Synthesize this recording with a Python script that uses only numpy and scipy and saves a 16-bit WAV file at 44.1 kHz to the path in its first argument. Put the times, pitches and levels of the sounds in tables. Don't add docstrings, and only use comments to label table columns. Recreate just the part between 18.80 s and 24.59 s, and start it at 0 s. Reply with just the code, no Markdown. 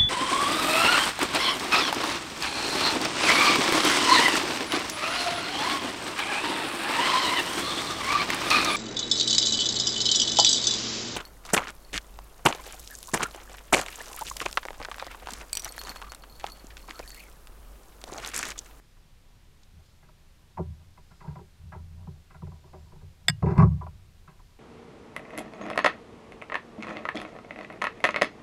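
import sys
import numpy as np
from scipy import signal
from scipy.fft import rfft, irfft, next_fast_len
from scipy.io import wavfile
from scipy.ndimage import uniform_filter1d

SR = 44100
rng = np.random.default_rng(int(sys.argv[2]) if len(sys.argv) > 2 else 0)


def dump(signal):
    limited = np.clip(np.atleast_2d(signal).T, -1, 1)
    pcm = np.round(limited * 32767).astype(np.int16)
    wavfile.write(sys.argv[1], SR, pcm)


N = 255339
TIME = np.arange(N) / SR
AGE = TIME[:SR // 2]


def from_db(db):
    return 10 ** (np.asarray(db) / 20)


def rms_one(x):
    return x / np.sqrt(np.mean(x ** 2) + 1e-20)


def power(x, seconds):
    return np.abs(uniform_filter1d(x ** 2, max(2, int(seconds * SR)))) + 1e-20


def at_level(sound, db):
    return from_db(db) * sound / np.sqrt(power(sound, .012).max())


def add(track, s, sound):
    start = max(0, int(s * SR))
    track[start:start + len(sound)] += sound[:N - start]


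def cut(x, hz, kind, order=2):
    return signal.sosfilt(signal.butter(order, min(hz, .45 * SR), kind, fs=SR, output="sos"), x)


def resonate(force, modes):
    out = 0
    for k, (hz, width, db) in enumerate(modes):
        r = np.exp(-np.pi * width / SR)
        poles = [1, -2 * r * np.cos(2 * np.pi * hz / SR), r * r]
        ring = signal.lfilter([1, 0, -1], poles, force + 1e-18)
        out = out + (-1) ** k * from_db(db) * (1 - r * r) / 2 * ring
    return out


def coloured_noise(spectrum):
    hz, db = np.transpose(spectrum)
    size = next_fast_len(N)
    bins = np.maximum(np.fft.rfftfreq(size, 1 / SR), 1)
    gain = from_db(np.interp(np.log(bins), np.log(hz), db))
    return rms_one(irfft(rfft(rng.standard_normal(size)) * gain, size)[:N])


def scuff(rise_s, decay_s, grain_db):
    noise = rng.standard_normal(len(AGE))
    grains = from_db(grain_db * np.repeat(rng.standard_normal(len(AGE)), 32)[:len(AGE)])
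    return noise * grains * (1 - np.exp(-AGE / rise_s)) * np.exp(-AGE / decay_s)


def swells(rows):
    return sum(from_db(db) * np.exp(-((TIME - s) / half_length) ** 2) for s, half_length, db in rows)


# frequency in Hz, relative spectral level in dB.
WIND_SPECTRUM = [(12, -6), (25, 1), (45, -8), (70, -12), (150, -17), (260, -32.5), (500, -53.5)]
HISS_SPECTRUM = [(120, -32), (200, 4.5), (298, -0.5), (446, -1.5), (488, -5.5), (534, 0), (585, -6),
                 (1090, -6), (1330, -6.5), (1510, -6), (3820, -8), (14700, -20), (15500, -36.5)]

def air():
    return from_db(-55.5) * coloured_noise(WIND_SPECTRUM) + from_db(-65.5) * coloured_noise(HISS_SPECTRUM)


# middle in seconds, half length in seconds, strength in dB.
HULL_SWELLS = [(.98, 0.036, -49), (1.81, 0.025, -35), (1.9, 0.045, -38), (2.0, 0.13, -54.5),
               (2.865, 0.052, -42), (3.0, 0.039, -41), (3.18, 0.16, -43.5), (3.69, 0.1, -42),
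               (4.02, 0.08, -48), (4.26, 0.062, -46.5), (4.53, 0.081, -42.5), (4.98, 0.017, -45),
               (5.07, 0.055, -42), (5.3, .3, -59.5)]
REST_DB = -64

def rocking():
    return from_db(REST_DB) + swells(HULL_SWELLS)


def lapping():
    ripples = from_db(4.0 * rms_one(cut(rng.standard_normal(N), 6.7, "low")))
    patter = cut(resonate(rng.standard_normal(N) * ripples, WALL_MODES + DECK_MODES), 1600, "low")
    rise = (rocking() / from_db(REST_DB)) ** 0.33
    return from_db(-76.5) * rise * rms_one(patter)


def hull_motion(rock_db, linger_db, fall_db_per_s):
    energy = (from_db(rock_db) * rocking()) ** 2
    spread = 1 - np.exp(-AGE / 0.003)
    lingering = spread * from_db(linger_db - fall_db_per_s * AGE)
    for s, db, weight_db, *_ in KNOCKS:
        add(energy, s, (from_db(db + weight_db) * lingering) ** 2)
    return np.sqrt(energy)


# frequency in Hz, width in Hz, gain in dB.
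BOOM_MODES = [(78.65, 7.3, 4), (89.8, 23, -6.5)]
THUD_MODES = [(110.3, 5.2, -2), (145.1, 8.15, 3.5), (171.7, 16.4, 1), (209, 46, -11)]

def hull_flex():
    boom = resonate(rng.standard_normal(N), BOOM_MODES)
    boom = cut(cut(boom, 130, "low", order=4), 57.4, "high", order=4)
    thud = cut(resonate(rng.standard_normal(N), THUD_MODES), 187, "low", order=4)
    even_boom = boom / np.sqrt(power(boom, 0.041))
    even_thud = thud / np.sqrt(power(thud, 0.039))
    return (even_boom * hull_motion(rock_db=-1.5, linger_db=-13.5, fall_db_per_s=86.5)
            + even_thud * hull_motion(rock_db=-10, linger_db=-9, fall_db_per_s=154))


# middle in seconds, half length in seconds, level in dB.
ARM_STROKES = [(.05, 0.16, -83), (1.092, .08, -74), (2.38, 0.26, -72.5), (3.951, 0.43, -74),
               (5.684, 0.12, -77)]
# start in seconds, level in dB, decay in seconds.
HOOK_TICKS = [(.832, -59, .004), (1.054, -71, .04), (4.659, -76.5, 0.0027), (4.706, -67.5, .02),
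              (4.795, -61.5, 0.032)]
# frequency in Hz, width in Hz, gain in dB.
HANDLING_MODES = [(3430, 530, -1), (4300, 620, 3.5), (5110, 450, 5), (7250, 440, 0.5)]

def handling():
    out = swells(ARM_STROKES) * rms_one(resonate(rng.standard_normal(N), HANDLING_MODES))
    for s, db, decay in HOOK_TICKS:
        add(out, s, at_level(resonate(scuff(.0004, decay, grain_db=4), HANDLING_MODES), db))
    return out


# frequency in Hz, width in Hz, gain in dB.
WALL_MODES = [(369.3, 21, 2.5), (408.6, 26, 0), (449, 100, -9.5), (578.5, 11, -8.5)]
DECK_MODES = [(621, 35, -1), (781.4, 45.3, -0.5), (910, 55, -4.5), (980.5, 35.6, 1.5), (1125, 92, -6),
              (1282, 110, -14), (1381, 31, -11.5)]

def hull_slap():
    start_s, attack_s, glide_s = 1.769, 0.0065, 0.033
    start_hz, end_hz = 1050, 134.7
    pitch_hz = end_hz + (start_hz - end_hz) * np.exp(-(AGE / glide_s) ** 2)
    envelope = (1 - np.exp(-(AGE / attack_s) ** 2)) * from_db(-32.5 - 173 * AGE)
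    wave = envelope * np.sin(2 * np.pi * np.cumsum(pitch_hz) / SR)
    walls = from_db(7.5) * resonate(wave, WALL_MODES)
    deck = from_db(2.5) * resonate(wave, DECK_MODES)
    out = np.zeros(N)
    add(out, start_s, wave + walls + deck)
    return out


# frequency in Hz, width in Hz, gain in dB.
FITTING_MODES = [(1304, 111, 3.5), (1638, 85, 3.5), (1936, 100, -2), (2042, 116, 1.5), (2370, 59, -5.5),
                 (2600, 106, -7.5), (2890, 49, -23), (3470, 250, -29.5), (4400, 220, -20.5),
                 (5100, 400, -22.5), (7500, 3500, -34)]
# start in seconds, deck level in dB,
# weight (thud over deck) in dB, hardness (fittings over deck) in dB, favoured pitch in Hz,
# contact decay in seconds.
KNOCKS = [(0.167, -69.5, 5, 2, 1030, 0.0053), (1.225, -62.5, 7, -1.5, 1000, 0.017),
          (1.288, -59.5, -25, -1, 635, 0.0027), (1.772, -38, 1.5, -14.5, 930, 0.015),
          (1.789, -43.5, 15, -31, 710, 0.016), (2.173, -53.5, -2, -4.5, 1034, 0.01),
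          (2.308, -58, 4, -5, 1380, 0.019), (2.404, -51.5, -0.5, -6, 1020, 0.03),
          (2.438, -48.5, 2, -28, 940, 0.022), (2.472, -54, 21, -4.5, 940, 0.048),
          (2.555, -46.5, 2, -10, 1035, 0.009), (2.586, -51, 9.5, -12, 810, 0.014),
          (2.919, -46.5, 0, -3, 1300, 0.026), (2.944, -47.5, 7, -13, 910, 0.0079),
          (3.269, -52, 14, -20, 1010, .012), (3.503, -57.5, 2.5, -0.5, 1100, 0.019),
          (3.542, -52, 4, -9, 1410, 0.018), (3.618, -49.5, 11.5, -14, 960, 0.0066),
          (3.667, -55.5, 12, -7.5, 850, .004), (3.715, -54, -2, -16, 890, .0034),
          (3.838, -58, 7.5, -12, 780, .008), (3.93, -49, 1, -13, 696, 0.02),
          (4.115, -57.5, 8.5, -12, 800, 0.024), (4.156, -60, 8.5, -20, 900, 0.0094),
          (4.21, -64, 14, -5, 760, 0.017), (4.623, -35, 18, -12, 720, 0.017),
          (4.657, -33.5, 13.5, -14.5, 800, .036), (4.682, -39, 6.5, -8, 890, .029),
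          (4.704, -39.5, 16, -8, 816, 0.029), (4.755, -37, 9.5, -14, 800, 0.049),
          (4.776, -28, 21.5, -10.5, 1128, .021), (4.794, -24.5, 7, -12.5, 1128, .022),
          (4.821, -23.5, 11, -15.5, 1190, .012), (4.862, -48, 25.5, -22, 1000, .011),
          (4.91, -58.5, 27.5, -15.5, 1120, 0.03), (5.01, -39.5, -7, -23.5, 1020, 0.017),
          (5.064, -42.5, -20, -15, 981, 0.0039), (5.475, -52.5, 2.5, -0.5, 1080, 0.024),
          (5.59, -58.5, -1.5, -8, 1100, 0.0085)]

def hull_knocks():
    out = np.zeros(N)
    push = AGE * np.exp(-AGE / 0.0013)
    boom = cut(resonate(push, BOOM_MODES), 60, "high", order=4)
    for s, db, weight_db, hardness_db, pitch_hz, decay in KNOCKS:
        fittings = resonate(scuff(0.00024, decay * 0.85, grain_db=2.84), FITTING_MODES)
        fittings = cut(cut(fittings, 1050, "high"), 9000, "low")
        add(out, s, at_level(fittings, db + hardness_db))

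        force = scuff(0.0004, decay, grain_db=2.8)
        favoured = resonate(force, [(pitch_hz, 170, 3.0)])
        deck = resonate(force + favoured, DECK_MODES) + resonate(favoured, [(pitch_hz, 70, -3.0)])
        deck = cut(cut(deck, 1700, "low"), 500, "high")
        add(out, s, at_level(deck, db))

        walls = resonate(scuff(0.00062, decay * 0.73, grain_db=5.3), WALL_MODES)
        walls = cut(cut(walls, 500, "low"), 240, "high")
        walls_db = -7 + 0.53 * min(weight_db, 15.5) - 14 * np.log2(pitch_hz / 950)
        add(out, s + 0.00701, at_level(walls, db + walls_db))

        driven = [(hz, width, gain_db + rng.normal(0, 1.0)) for hz, width, gain_db in THUD_MODES]
        thud = cut(cut(resonate(push, driven), 320, "low", order=4), 86, "high")
        add(out, s, at_level(thud, db + weight_db))
        add(out, s + 0.0025, at_level(boom, db + weight_db - 12))
    return out


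# frequency in Hz, gain in dB, seconds to fall by 60 dB.
STEEL_MODES = [(730, -7, 0.021), (1030, -15, 0.044), (1250, -15.5, 0.034), (1640, 0, 0.036),
               (1900, 0.5, 0.03), (2190, 7.5, 0.015), (2860, -27.5, 0.13), (3500, 6.5, 0.018),
               (4530, -1.5, 0.019), (5030, 1, 0.023), (5040, -5.5, 0.022), (5400, -6, 0.013),
               (6960, -20.5, 0.034), (7650, 5.5, 0.013), (7460, -3.5, 0.0055), (8240, 9, 0.01),
               (11360, -16.5, .011), (12400, -15.5, 0.0094)]
# frequency in Hz, width in Hz, gain in dB.
CRACK_MODES = [(1160, 650, -0.5), (2850, 1100, -1), (6900, 1600, -18), (12500, 2000, -16)]
# start in seconds, gain in dB.
PLIER_CLACKS = [(4.4830, -15.0), (4.4914, -29.5), (4.4972, -25), (4.779, -51)]

def pliers():
    out = np.zeros(N)
    for s, db in PLIER_CLACKS:
        steel = np.zeros(len(AGE))
        for hz, gain_db, t60 in STEEL_MODES:
            damped = from_db(-60 * AGE / t60)
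            after_ring = from_db(-49 - 60 * AGE / (t60 * 9.9))
            tone = np.sin(2 * np.pi * (hz * AGE + rng.random()))
            steel += from_db(gain_db + rng.normal(0, 2.2)) * (damped + after_ring) * tone
        attack = 1 - np.exp(-AGE / 0.0014)
        crack = at_level(resonate(scuff(.0005, 0.0026, grain_db=1.4), CRACK_MODES), -11)
        add(out, s, from_db(db) * (steel * attack + crack))
    landing_s = PLIER_CLACKS[0][0]
    push = AGE * np.exp(-AGE / 0.0021)
    thud = cut(resonate(push, THUD_MODES), 310, "low", order=4)
    walls = resonate(push, WALL_MODES) * np.exp(-AGE / 0.017)
    add(out, landing_s + 0.0017, at_level(thud, -24.5))
    add(out, landing_s, at_level(walls, -44.5))
    return out


def scene():
    return (hull_knocks() + hull_slap() + hull_flex() + lapping() + pliers() + handling() + air())[None, :]


def record(dry):
    return signal.sosfilt(signal.ellip(10, .1, 80, 15600, fs=SR, output="sos"), dry)


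dry = scene()
out = record(dry)
dump(out)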